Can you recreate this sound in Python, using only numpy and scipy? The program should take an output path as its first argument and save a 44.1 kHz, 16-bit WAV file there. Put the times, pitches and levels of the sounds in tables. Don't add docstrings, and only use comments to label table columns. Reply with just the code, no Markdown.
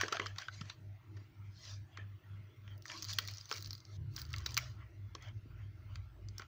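import sys
import numpy as np
from scipy import signal
from scipy.fft import rfft, irfft, next_fast_len
from scipy.io import wavfile
from scipy.ndimage import uniform_filter1d, map_coordinates

SR = 44100
rng = np.random.default_rng(int(sys.argv[2]) if len(sys.argv) > 2 else 0)


def to_wav(s):
    ch = np.atleast_2d(s).T
    pcm = np.round(np.clip(ch, -1, 1) * 32767)
    wavfile.write(sys.argv[1], SR, pcm.astype(np.int16))


N = 285327

# centre_hz, width_hz, level_db (relative)
DULL_FILM = [(605, 74, -2), (1090, 138, 0.5), (1326, 123, 3.5), (1640, 540, -0.5), (2042, 163, 3.5),
             (2284, 320, -1.5), (3247, 464, -1.5)]
# centre_hz, width_hz, level_db (relative)
BRIGHT_FILM = [(4200, 1330, -2), (4940, 543, 2.5), (5520, 685, -1), (6400, 1230, -4), (8210, 2700, -25.5)]


def amp(db):
    return 10 ** (np.asarray(db) / 20)


def unit(x):
    return x / np.sqrt(np.mean(x ** 2) + 1e-20)


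def curves(rows):
    times_s, *columns = np.transpose(rows)
    t = np.arange(N) / SR
    return [np.interp(t, times_s, column) for column in columns]


def wobble(rate):
    knots = rng.standard_normal(int(N * rate / SR) + 4)
    return map_coordinates(knots, [np.arange(N) * rate / SR])


def filtered(x, response):
    n = x.shape[-1]
    padded = next_fast_len(n + 4096)
    spectrum = rfft(x, padded) * response(np.fft.rfftfreq(padded, 1 / SR))
    return irfft(spectrum, padded)[..., :n]


def modes(table):
    low_hz, high_hz = 0.35 * table[0][0], 1.61 * table[-1][0]

    def response(f):
        rings = 0
        for k, (centre, width, db) in enumerate(table):
            ring = 1j * f * width / (centre * centre - f * f + 1j * f * width)
            rings = rings + (-1) ** k * amp(db) * ring
        return rings * (1j * f / (low_hz + 1j * f)) ** 2 * (high_hz / (high_hz + 1j * f)) ** 2

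    return response


def topmost(f):
    # centre_hz, width_hz, level_db (relative)
    edges = [(9200, 5800, -10.5)]
    # centre_hz, width_hz, level_db (relative)
    port = [(15350, 430, 0.0059)]
    return modes(edges)(f) + 16 * modes(port)(f) ** 3


def patchy(depth_db, size):
    noise = signal.stft(rng.standard_normal(N), nperseg=512)[2]
    field = uniform_filter1d(rng.standard_normal(noise.shape), size[0], axis=0)
    field = uniform_filter1d(field, size[1], axis=1)
    return unit(signal.istft(noise * amp(depth_db * unit(field)), nperseg=512)[1][:N])


def rumble(low_hz, high_hz):
    band = lambda f: 1 / (1 + (low_hz / (f + 1)) ** 2) / (1 + (f / high_hz) ** 3)
    return unit(filtered(rng.standard_normal(N), band))


def air():
    # (relative, per Hz)
    resting_colour = [(20, -49), (45, -27.5), (110, -9), (170, -16.5), (240, -28), (320, -15.5),
                      (470, -33.5), (1390, -34), (2200, -34.5), (5880, -50), (8600, -56.5), (14000, -56),
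                      (15200, -43), (16200, -69.5)]
    # centre_hz, half_width_hz, boost_db
    room_rings = [(625.4, 18.3, 10), (1360, 50, 7.5), (2110, 30, 9)]
    f, db = np.transpose(resting_colour)

    def colour(hz):
        boost_db = sum(boost / (1 + ((hz - c) / w) ** 2) for c, w, boost in room_rings)
        return amp(np.interp(np.log(hz + 1), np.log(f), db) + boost_db)

    return amp(-65.5) * unit(filtered(patchy(4.4, size=(3, 20)), colour))


def engine():
    # time_s, firing_hz, level_db (relative), tilt_db (per multiple)
    passing = [(3.85, 30.6, -85, 2), (4.0, 28.95, -52, 3), (4.19, 26.96, -50, .5), (4.53, 23.96, -52, -1.5),
               (4.72, 23.4, -58, 4), (4.88, 22.55, -60, 1.5), (5.0, 28.7, -61.5, -1),
               (5.8, 28.23, -57.5, -4.5), (6.47, 28, -67.5, -10.5)]
    # frequency_hz, gain_db
    drone_gain = [(45, -15), (72, 2), (95, -9), (112, 2), (145, -7)]
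    firing_hz, level_db, tilt_db = curves(passing)
    phase = 2 * np.pi * np.cumsum(firing_hz) / SR
    tones = 0
    for k in range(2, 6):
        gain_db = np.interp(k * firing_hz, *np.transpose(drone_gain))
        tone_db = level_db + gain_db + tilt_db * (k - 3.5) + 4.7 * wobble(9)
        tones = tones + np.sqrt(2) * amp(tone_db) * np.sin(k * phase + 0.94 * wobble(12))
    boom = unit(filtered(rng.standard_normal(N), modes([(322, 82, 0)])))
    return tones + amp(level_db - 11.5 + 2.9 * wobble(8)) * (rumble(50, 140) + 0.31 * boom)


def hum():
    mains_hz, mains_db, above_db = 100.8, -54, -67.5
    # multiple (of the turning rate), level_db (rms, before wobble and flutter)
    motor_tones = [(2, -82), (3, -79), (4, -57), (5, -67.5)]
    # time_s, throbs (counted so far)
    beat = [(-.2, 0), (.46, 2), (1.6, 6), (2.21, 8), (2.87, 10), (3.52, 11), (3.82, 12), (4.62, 14),
            (4.88, 15), (5.52, 17), (5.78, 18), (6.47, 20)]
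    mains = 2 * np.pi * mains_hz * np.arange(N) / SR
    throb = 2 * np.pi * (curves(beat)[0] + .5)
    motor = sum(amp(db + wobble(3)) * np.sin(k * (mains - throb) / 4) for k, db in motor_tones)
    tones = amp(mains_db) * np.sin(mains) + amp(above_db) * np.sin(mains + throb) + motor
    swelling_noise = amp(-60.5) * np.cos(throb / 2) ** 2 * rumble(53, 120)
    return np.sqrt(2) * tones * (1 + 0.31 * wobble(30)) + swelling_noise


def room(x):
    t = np.arange(SR // 4) / SR
    decay = amp(-60 * t / .04) + .2 * amp(-60 * t / .3)
    tail = rng.standard_normal(len(t)) * decay
    return signal.fftconvolve(x, np.pad(tail, (90, 0)) / np.linalg.norm(tail))[:N]


def pats():
    # start_s, peak_db (without the room), ring_hz
    landings = [(.033, -32.5, 420), (.122, -38, 422), (.196, -35.5, 414), (.61, -37, 157),
                (1.985, -50.5, 395), (3.185, -49, 390), (3.513, -42.5, 404), (4.462, -52, 425),
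                (5.15, -47, 410), (5.456, -48.5, 257), (6.396, -49.5, 330)]
    out, t = np.zeros(N + SR), np.arange(SR // 10) / SR
    for start_s, peak_db, hz in landings:
        push = np.sin(2 * np.pi * hz * t) * (t < .5 / hz)
        push += 0.82 * rng.standard_normal(len(t)) * np.exp(-t / 0.033)
        thud = filtered(push, modes([(hz, .5 * hz, 0)]))
        out[round(start_s * SR):][:len(t)] += amp(peak_db) * thud / np.abs(thud).max()
    return out[:N]


def rustle_levels():
    # peak_s, rise_s, fall_s, bright_db, dull_db, crackle_db (before the rustle's trims)
    swells = [(0, 0.046, 0.096, -43.5, -38.5, -66.5), (.15, 0.073, 0.053, -53, -41, -76.5),
              (.23, 0.085, 0.13, -60, -49, -90), (.4, .05, .12, -58.5, -49, -77),
              (.54, .04, .12, -60.5, -60, -85.5), (.71, 0.22, 0.057, -65.5, -59.5, -95),
              (1.18, .07, 0.23, -80, -69, -86), (1.7, 0.18, .1, -56, -57.5, -78),
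              (2, 0.097, 0.061, -81, -56.5, -95), (2.3, .6, .6, -95, -70.5, -90.5),
              (2.72, 0.13, 0.049, -80, -64, -77.5), (2.92, .07, .2, -52, -51, -77),
              (3.1, .15, .2, -54, -57.5, -75), (3.22, .05, .3, -54.5, -56.5, -69),
              (3.4, .2, .08, -63.5, -76.5, -75), (3.53, .05, .09, -52, -52.5, -59.5),
              (3.7, 0.37, 0.14, -62, -66.5, -69.5), (3.965, 0.17, .008, -66, -78, -78.5),
              (4.18, 0.058, 0.15, -56, -58, -58.5), (4.35, 0.11, .25, -64, -57, -69),
              (4.5, .05, .1, -57, -56, -77), (4.6, .05, .15, -56.5, -51, -77),
              (4.81, 0.056, .07, -82, -58.5, -88), (5.225, .02, 0.13, -72, -65, -76),
              (5.28, 0.16, 0.048, -77, -54.5, -100), (5.62, 0.2, .12, -92, -66.5, -100),
              (5.95, .15, 0.093, -79.5, -66, -81.5), (6.42, 0.086, 0.054, -72, -55, -77.5)]
    # bright_db, dull_db, crackle_db
    resting_db = [-87.5, -80, -86]
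    fade_db, fade_shape = 21.5, 1.48
    t = np.arange(0, N, 32) / SR
    power = amp(resting_db)[:, None] ** 2
    for peak_s, rise, fall, *levels_db in swells:
        away = np.where(t < peak_s, (peak_s - t) / rise, (t - peak_s) / fall)
        power = power + amp(np.array(levels_db)[:, None] - fade_db * away ** fade_shape) ** 2
    return curves(np.transpose([t, *(10 * np.log10(power))]))


def grains(rate, spread_db):
    hit = rng.random(N) < rate / SR * amp(5 * wobble(30))
    sizes = hit * amp(spread_db * rng.exponential(size=N))
    swell = signal.lfilter([1], [1, -np.exp(-1 / (0.0012 * SR))], sizes)
    return rng.standard_normal(N) * swell / np.sqrt(np.mean(swell ** 2))


def rustle():
    bright_db, dull_db, crackle_db = rustle_levels()
    slips = grains(rate=330, spread_db=2.8)
    sharp = np.clip((crackle_db + 81.5) / 16, .03, .9)

    def rub(share):
        return np.sqrt(1 - share) * patchy(5.1, size=(3, 9)) + np.sqrt(share) * slips

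    bright = amp(bright_db + 1.5) * unit(filtered(rub(sharp), modes(BRIGHT_FILM)))
    dull = amp(dull_db - 2.5) * unit(filtered(rub(.45 * sharp), modes(DULL_FILM)))
    crackle = amp(crackle_db - 3.5) * unit(filtered(rub(sharp), topmost))
    return bright + dull + crackle


def snaps():
    # start_s, bright_db, dull_db (both relative), length_ms (nominal), ring_hz (strongest)
    creases = [(.011, -25.5, -19.5, 2.3, 1160), (0.0341, -45.5, -24, 1, 1560),
               (0.0803, -35.5, -30.5, 4.1, 1160), (0.1225, -27.5, -20.5, 6.2, 1315),
               (0.1432, -41, -35, 3.6, 1230), (0.168, -38.5, -28, 2.2, 1230),
               (0.1954, -38.5, -21.5, 3.9, 1690), (0.2143, -48, -35, 5.4, 1180),
               (0.2596, -41, -29.5, 1.1, 1200), (0.2648, -33.5, -36, 3.7, 5030), (.359, -52, -45, 3, 1490),
               (0.383, -30.5, -33.5, 3.2, 4830), (0.4186, -45, -40, 2.1, 1570),
               (0.4827, -45.5, -28.5, 1.84, 1540), (0.6083, -40, -36, 7, 1170),
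               (.6958, -36, -36, 5.4, 3960), (1.164, -54.5, -49, 9.8, 1820), (1.9707, -45.5, -36, 5, 1300),
               (2.678, -60.5, -46.5, 0.59, 930), (2.854, -45, -37.5, 1.8, 1840),
               (2.895, -44, -34, 5.9, 3230), (3.1846, -21, -20.5, 3.1, 4330),
               (3.283, -34, -37.5, 3.3, 2310), (3.5127, -31, -26.5, 1.4, 1370),
               (3.5244, -28.5, -32, 1.7, 5400), (4.1781, -45, -38.5, 1.8, 1480),
               (4.3374, -37.5, -30, 2.5, 2160), (4.4592, -24.5, -31.5, 5.1, 3916),
               (4.5681, -23.5, -28, 0.26, 4650), (4.5742, -20, -19.5, 2.85, 2400),
               (4.585, -51, -28.5, 2.1, 2320), (5.1495, -38, -35.5, 2.36, 1050),
               (5.9553, -42.5, -41.5, 2.4, 2360), (6.3945, -43.5, -35, 2.5, 1450),
               (6.4186, -48.5, -40, 2.3, 1090)]
    # start_s, bright_db, topmost_db (both relative)
    ticks = [(2.778, -59, -55), (2.822, -49.5, -57), (2.861, -45, -58), (2.88, -43, -62), (2.975, -42, -60),
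             (3.023, -31.5, -44), (3.0276, -34, -47), (3.043, -35, -53), (3.049, -35.5, -45),
             (3.093, -38, -55), (3.111, -40.5, -56), (3.128, -34, -50), (3.1331, -33, -43),
             (3.2505, -44, -53), (3.275, -34, -43), (3.311, -44, -49), (3.3365, -41, -60),
             (3.346, -45, -55), (3.371, -41, -66), (3.382, -38.5, -69), (3.4097, -39, -64),
             (3.4555, -43, -60), (3.491, -43, -56), (3.5054, -43, -57), (3.536, -42, -62),
             (3.607, -46, -55), (3.624, -37.5, -44), (3.645, -39, -62), (3.659, -36.5, -57),
             (3.7066, -32.5, -52), (3.7302, -34.5, -45), (3.7506, -39.5, -61), (3.7785, -50, -62),
             (3.803, -48.5, -83), (3.851, -46.5, -78), (4.163, -32.5, -44), (4.216, -35.5, -40.5),
             (4.251, -45.5, -62), (4.305, -52.5, -59), (4.33, -39, -52), (4.3618, -37, -54),
             (4.3823, -38, -52), (4.4045, -49.5, -68), (4.49, -45, -61), (4.507, -41.5, -53),
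             (4.519, -43, -53), (4.543, -32.5, -42.5), (5.2232, -51, -68), (5.285, -56, -77),
             (6.2855, -44, -75), (6.3808, -35.5, -48)]
    events = []
    for start_s, bright_db, dull_db, ms, hz in creases:
        top_db = -39 + 2.8 * (bright_db + 24)
        events.append((start_s, bright_db, dull_db, top_db, ms, hz))
    for start_s, bright_db, top_db in ticks:
        hz = 5060 * (1 + 0.13 * rng.normal())
        events.append((start_s, bright_db, bright_db - 16, top_db, 1.5, hz))

    out, t = np.zeros(N + SR), np.arange(1500) / SR
    for start_s, bright_db, dull_db, top_db, ms, hz in events:
        life = 0.27 * ms / 1000
        burst = rng.standard_normal(len(t)) * (t / life) ** 2 * np.exp(-t / life)
        ring = lambda f: 1 + 4 * 1j * f * 0.076 * hz / (hz * hz - f * f + 1j * f * .1 * hz)
        parts = (modes(BRIGHT_FILM), bright_db), (modes(DULL_FILM[1:]), dull_db), (topmost, top_db)
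        for colour, db in parts:
            part = filtered(burst, lambda f: colour(f) * ring(f))
            out[round(start_s * SR):][:len(t)] += amp(db + 13.5) * part / np.linalg.norm(part)
    return out[:N]


def scene():
    close = snaps() + pats()
    wet = amp(-12) * room(close)
    return (close + wet + rustle() + hum() + engine() + air())[None]


def record(dry):
    top_hz = 16600
    return filtered(dry, lambda hz: np.clip((top_hz - hz) / 800, 0, 1) ** 2)


dry = scene()
out = record(dry)
to_wav(out)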